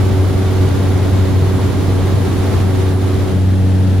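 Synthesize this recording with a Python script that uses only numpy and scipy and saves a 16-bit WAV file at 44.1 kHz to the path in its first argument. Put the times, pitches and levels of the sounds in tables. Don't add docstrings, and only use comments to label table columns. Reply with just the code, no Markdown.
import sys
import numpy as np
from scipy import signal
from scipy.fft import rfft, irfft
from scipy.io import wavfile

SR = 44100
rng = np.random.default_rng(int(sys.argv[2]) if len(sys.argv) > 2 else 0)


def materialize(psi):
    bounded = np.clip(np.atleast_2d(psi).T, -1, 1)
    quanta = np.round(bounded * 32767).astype(np.int16)
    wavfile.write(sys.argv[1], SR, quanta)


N = 176400
TIME = np.arange(N) / SR
HZ = np.fft.rfftfreq(N, 1 / SR)

# (time [s], gain [dB])
DRONE_SWELL = [(0, 1), (.85, 0.5), (1.02, -0.5), (1.3, 2), (1.75, 0), (2.3, 0.5), (2.46, -2), (2.58, 1),
               (2.85, 0.5), (3.02, -1.5), (3.2, 0), (3.31, -6), (3.43, 1), (3.8, 0), (4, .5)]


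def amp(db):
    return 10 ** (np.asarray(db) / 20)


def unit_rms(x):
    return x / np.sqrt(np.mean(x ** 2) + 1e-20)


def over_time(points):
    return np.interp(TIME, *np.transpose(points))


def over_hz(points):
    hz, *columns = np.transpose(points)
    return [np.interp(np.log(HZ + 1), np.log(hz + 1), column) for column in columns]


def white_spectrum():
    return rfft(rng.standard_normal(N))


def wander(rate_hz):
    return unit_rms(irfft(white_spectrum() * (HZ > 0) / (1 + (HZ / rate_hz) ** 4), N))


def propeller(harmonics, blade_cycles, low_gain, lead_rad, balance_db, waver, waver_hz):
    out = np.zeros((2, N))
    side = np.array([[.5], [-.5]])
    for k, (_, db) in enumerate(harmonics, 1):
        shared = wander(waver_hz) + 1j * wander(waver_hz)
        apart = wander(waver_hz) + 1j * wander(waver_hz)
        turbulence = 1 + waver * np.sqrt(k - .8) * (shared + side * apart)
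        phase = 2 * np.pi * (k * blade_cycles + rng.random()) + side * lead_rad
        gain = low_gain if k == 1 else amp(side * balance_db)
        out += np.sqrt(2) * amp(db) * gain * (turbulence * np.exp(1j * phase)).real
    return out


def airflow(spectrum, ears, blade_cycles, gain_db, gust_db, gust_hz, rush_from_hz=280, chop_depth=.03):
    # (time [s], gain [dB])
    rush_swell = [(0, 1.3), (.12, 0.5), (.19, -1.4), (.3, 0), (.68, 1), (.95, 0.5), (1.1, 0.7), (1.3, 0.4),
                  (1.5, 0.1), (1.7, 0.7), (1.9, 0.3), (2.35, 0.8), (2.57, 2.1), (2.67, -0.7), (2.8, 1),
                  (2.92, -.3), (2.96, -4.5), (3.02, -0.5), (3.3, -0.5), (3.5, -1), (4, -0.3)]
    coherence, lead_rad, balance_db = over_hz(ears)
    left = white_spectrum()
    right = (coherence * left + np.sqrt(1 - coherence ** 2) * white_spectrum()) * np.exp(-1j * lead_rad)
    air = np.array([left * amp(balance_db / 2), right * amp(-balance_db / 2)])
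    air *= amp(over_hz(spectrum)[0] + gain_db) * np.sqrt(SR / 2)
    air *= HZ ** 2 / (HZ ** 2 + 10 ** 2)
    rush_band = HZ ** 2 / (HZ ** 2 + rush_from_hz ** 2)
    rumble = irfft(air * (1 - rush_band), N)
    rush = irfft(air * rush_band, N)
    flutter = amp(over_time(rush_swell) + gust_db * wander(gust_hz))
    chop = 1 + chop_depth * np.cos(2 * np.pi * blade_cycles)
    return rumble + rush * flutter * chop


def turbine(blade_cycles, drift_hz=2.5, skirt_hz=900, flicker_db=.6):
    # (centre [Hz], width [Hz], base level [dB])
    whistles = [(9900, 200, -49.5), (12170, 300, -63)]
    # (frequency [Hz], base level [dB], sidebands re tone [dB])
    tones = [(9822, -58.5, -1.5), (11031, -69, -12), (12081, -66.5, -3), (12645, -69.5, 0)]
    # (time [s], gain [dB])
    swell = [(0, 0.5), (.75, 1), (1.35, -0.5), (2, 1), (2.35, 2.5), (2.65, 2), (3, 0.5), (3.25, 1),
             (3.45, -2.5), (4, -3.5)]
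    out = np.zeros((2, N))
    drift_cycles = drift_hz * np.cumsum(wander(5.8)) / SR
    for ear in out:
        for hz, width_hz, db in whistles:
            skirt = np.exp(-((HZ - hz) / skirt_hz) ** 2)
            band = skirt / np.sqrt(1 + (2 * (HZ - hz) / width_hz) ** 2)
            ear += amp(db + flicker_db * wander(15)) * unit_rms(irfft(white_spectrum() * band, N))
        for hz, db, sideband_db in tones:
            for k in (-1, 0, 1):
                cycles = hz * TIME + drift_cycles + k * blade_cycles + rng.random()
                phase = 2 * np.pi * cycles + .5 * wander(8)
                ear += np.sqrt(2) * amp(db + abs(k) * sideband_db) * np.cos(phase)
    return out * amp(over_time(swell))


def faint_hum(waver_db=2, waver_rad=.52):
    # (frequency [Hz], level [dB])
    tones = [(125.5, -38.5), (1160, -52), (1911, -55)]
    out = np.zeros(N)
    for hz, db in tones:
        gain = np.sqrt(2) * amp(db + waver_db * wander(4))
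        out += gain * np.cos(2 * np.pi * hz * TIME + waver_rad * wander(6))
    return out


def panel_tap(rise_s=.003, t60_s=.035):
    # (start [s], gain [dB])
    taps = [(1.590, -20)]
    # (frequency [Hz], relative level [dB])
    modes = [(850, -2), (970, -0.5), (1210, -6), (1440, -12)]
    out = np.zeros(N)
    for start_s, db in taps:
        age_s = np.maximum(TIME - start_s, 0)
        ring = sum(amp(mode_db) * np.sin(2 * np.pi * (hz * age_s + rng.random())) for hz, mode_db in modes)
        attack = np.minimum(age_s / rise_s, 1)
        decay_db = 60 * np.maximum(age_s - rise_s, 0) / t60_s
        out += attack * amp(db - decay_db) * ring
    return out


def rear_seat(blade_cycles, throb_db=.5, throb_hz=7.6):
    # (multiple, base level [dB])
    harmonics = [(1, -15), (2, -32.5), (3, -28), (4, -29), (5, -41.5), (6, -48), (7, -43), (8, -45),
                 (9, -45.5), (10, -50.5), (11, -48), (12, -49), (13, -56), (14, -55), (15, -52), (16, -67),
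                 (17, -53.5)]
    # (frequency [Hz], base density [dB/Hz])
    spectrum = [(20, -61), (40, -49), (65, -42), (90, -37.5), (145, -41), (172, -48), (200, -43.5),
                (300, -46.5), (420, -49), (480, -51), (550, -54.5), (700, -58), (850, -59), (1000, -62),
                (1300, -64), (1800, -67.5), (2100, -68), (2600, -71.5), (3700, -70.5), (5200, -76),
                (7000, -78), (8800, -83.5), (12300, -84), (15500, -88.5)]
    # (frequency [Hz], coherence [0-1], left lead [rad], left - right [dB])
    ears = [(40, 1, 0.1, -16), (90, 0.76, -0.47, 2.5), (173, 0.54, -0.26, 1.5), (453, .26, 0.25, -0.5),
            (830, 0.46, -0.35, -1.5), (1200, 0.57, -0.04, -3), (3500, 0.42, 0.07, 0.5),
            (7000, 0.08, 0.2, 0), (13000, 0.23, -.7, -1.8)]
    low_gain = amp(over_time(DRONE_SWELL) + throb_db * wander(throb_hz))
    drone = propeller(harmonics, blade_cycles, low_gain,
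                      lead_rad=.17, balance_db=-1, waver=.069, waver_hz=4.3)
    air = airflow(spectrum, ears, blade_cycles, gain_db=-.5, gust_db=.53, gust_hz=30)
    return drone + air + faint_hum() + panel_tap()


def by_wing_strut(blade_cycles):
    # (multiple, base level [dB])
    harmonics = [(1, -12), (2, -23), (3, -26.5), (4, -37), (5, -39), (6, -47), (7, -50)]
    # (frequency [Hz], base density [dB/Hz])
    spectrum = [(20, -65), (40, -50), (65, -47), (90, -44.5), (140, -43.5), (172, -46), (205, -46),
                (300, -50.5), (420, -54.5), (550, -57.5), (700, -61), (850, -61), (1000, -67), (1500, -69),
                (1800, -69), (2250, -74), (3700, -74), (5200, -79.5), (7000, -82), (8800, -85.5),
                (12300, -87.5), (15500, -95)]
    # (frequency [Hz], coherence [0-1], left lead [rad], left - right [dB])
    ears = [(40, .98, -.15, .5), (200, 0.76, -0.7, 1), (600, 0.8, -0.55, 0.91), (1100, 0.5, -.8, 0),
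            (1800, 0.64, -.3, 0), (7000, .16, -.2, 1), (13000, .25, -.4, 0)]
    low_gain = amp(over_time(DRONE_SWELL))
    drone = propeller(harmonics, blade_cycles, low_gain,
                      lead_rad=.3, balance_db=2.5, waver=.06, waver_hz=3.2)
    return drone + airflow(spectrum, ears, blade_cycles, gain_db=.5, gust_db=.45, gust_hz=40)


def scene(blade_hz=94.12, fade_mid_s=3.34, fade_length_s=.12):
    blade_cycles = np.cumsum(blade_hz + .038 * wander(1.5)) / SR
    rear = rear_seat(blade_cycles)
    strut = by_wing_strut(blade_cycles)
    fade_rad = np.pi / 2 * np.clip((TIME - fade_mid_s) / fade_length_s + .5, 0, 1)
    return rear * np.cos(fade_rad) + strut * np.sin(fade_rad) + turbine(blade_cycles)


def record(dry):
    cutoff_hz = 15720
    lowpass = signal.firwin(1023, cutoff_hz, window=("kaiser", 9), fs=SR)
    return signal.oaconvolve(dry, lowpass[None], "same")


dry = scene()
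out = record(dry)
materialize(out)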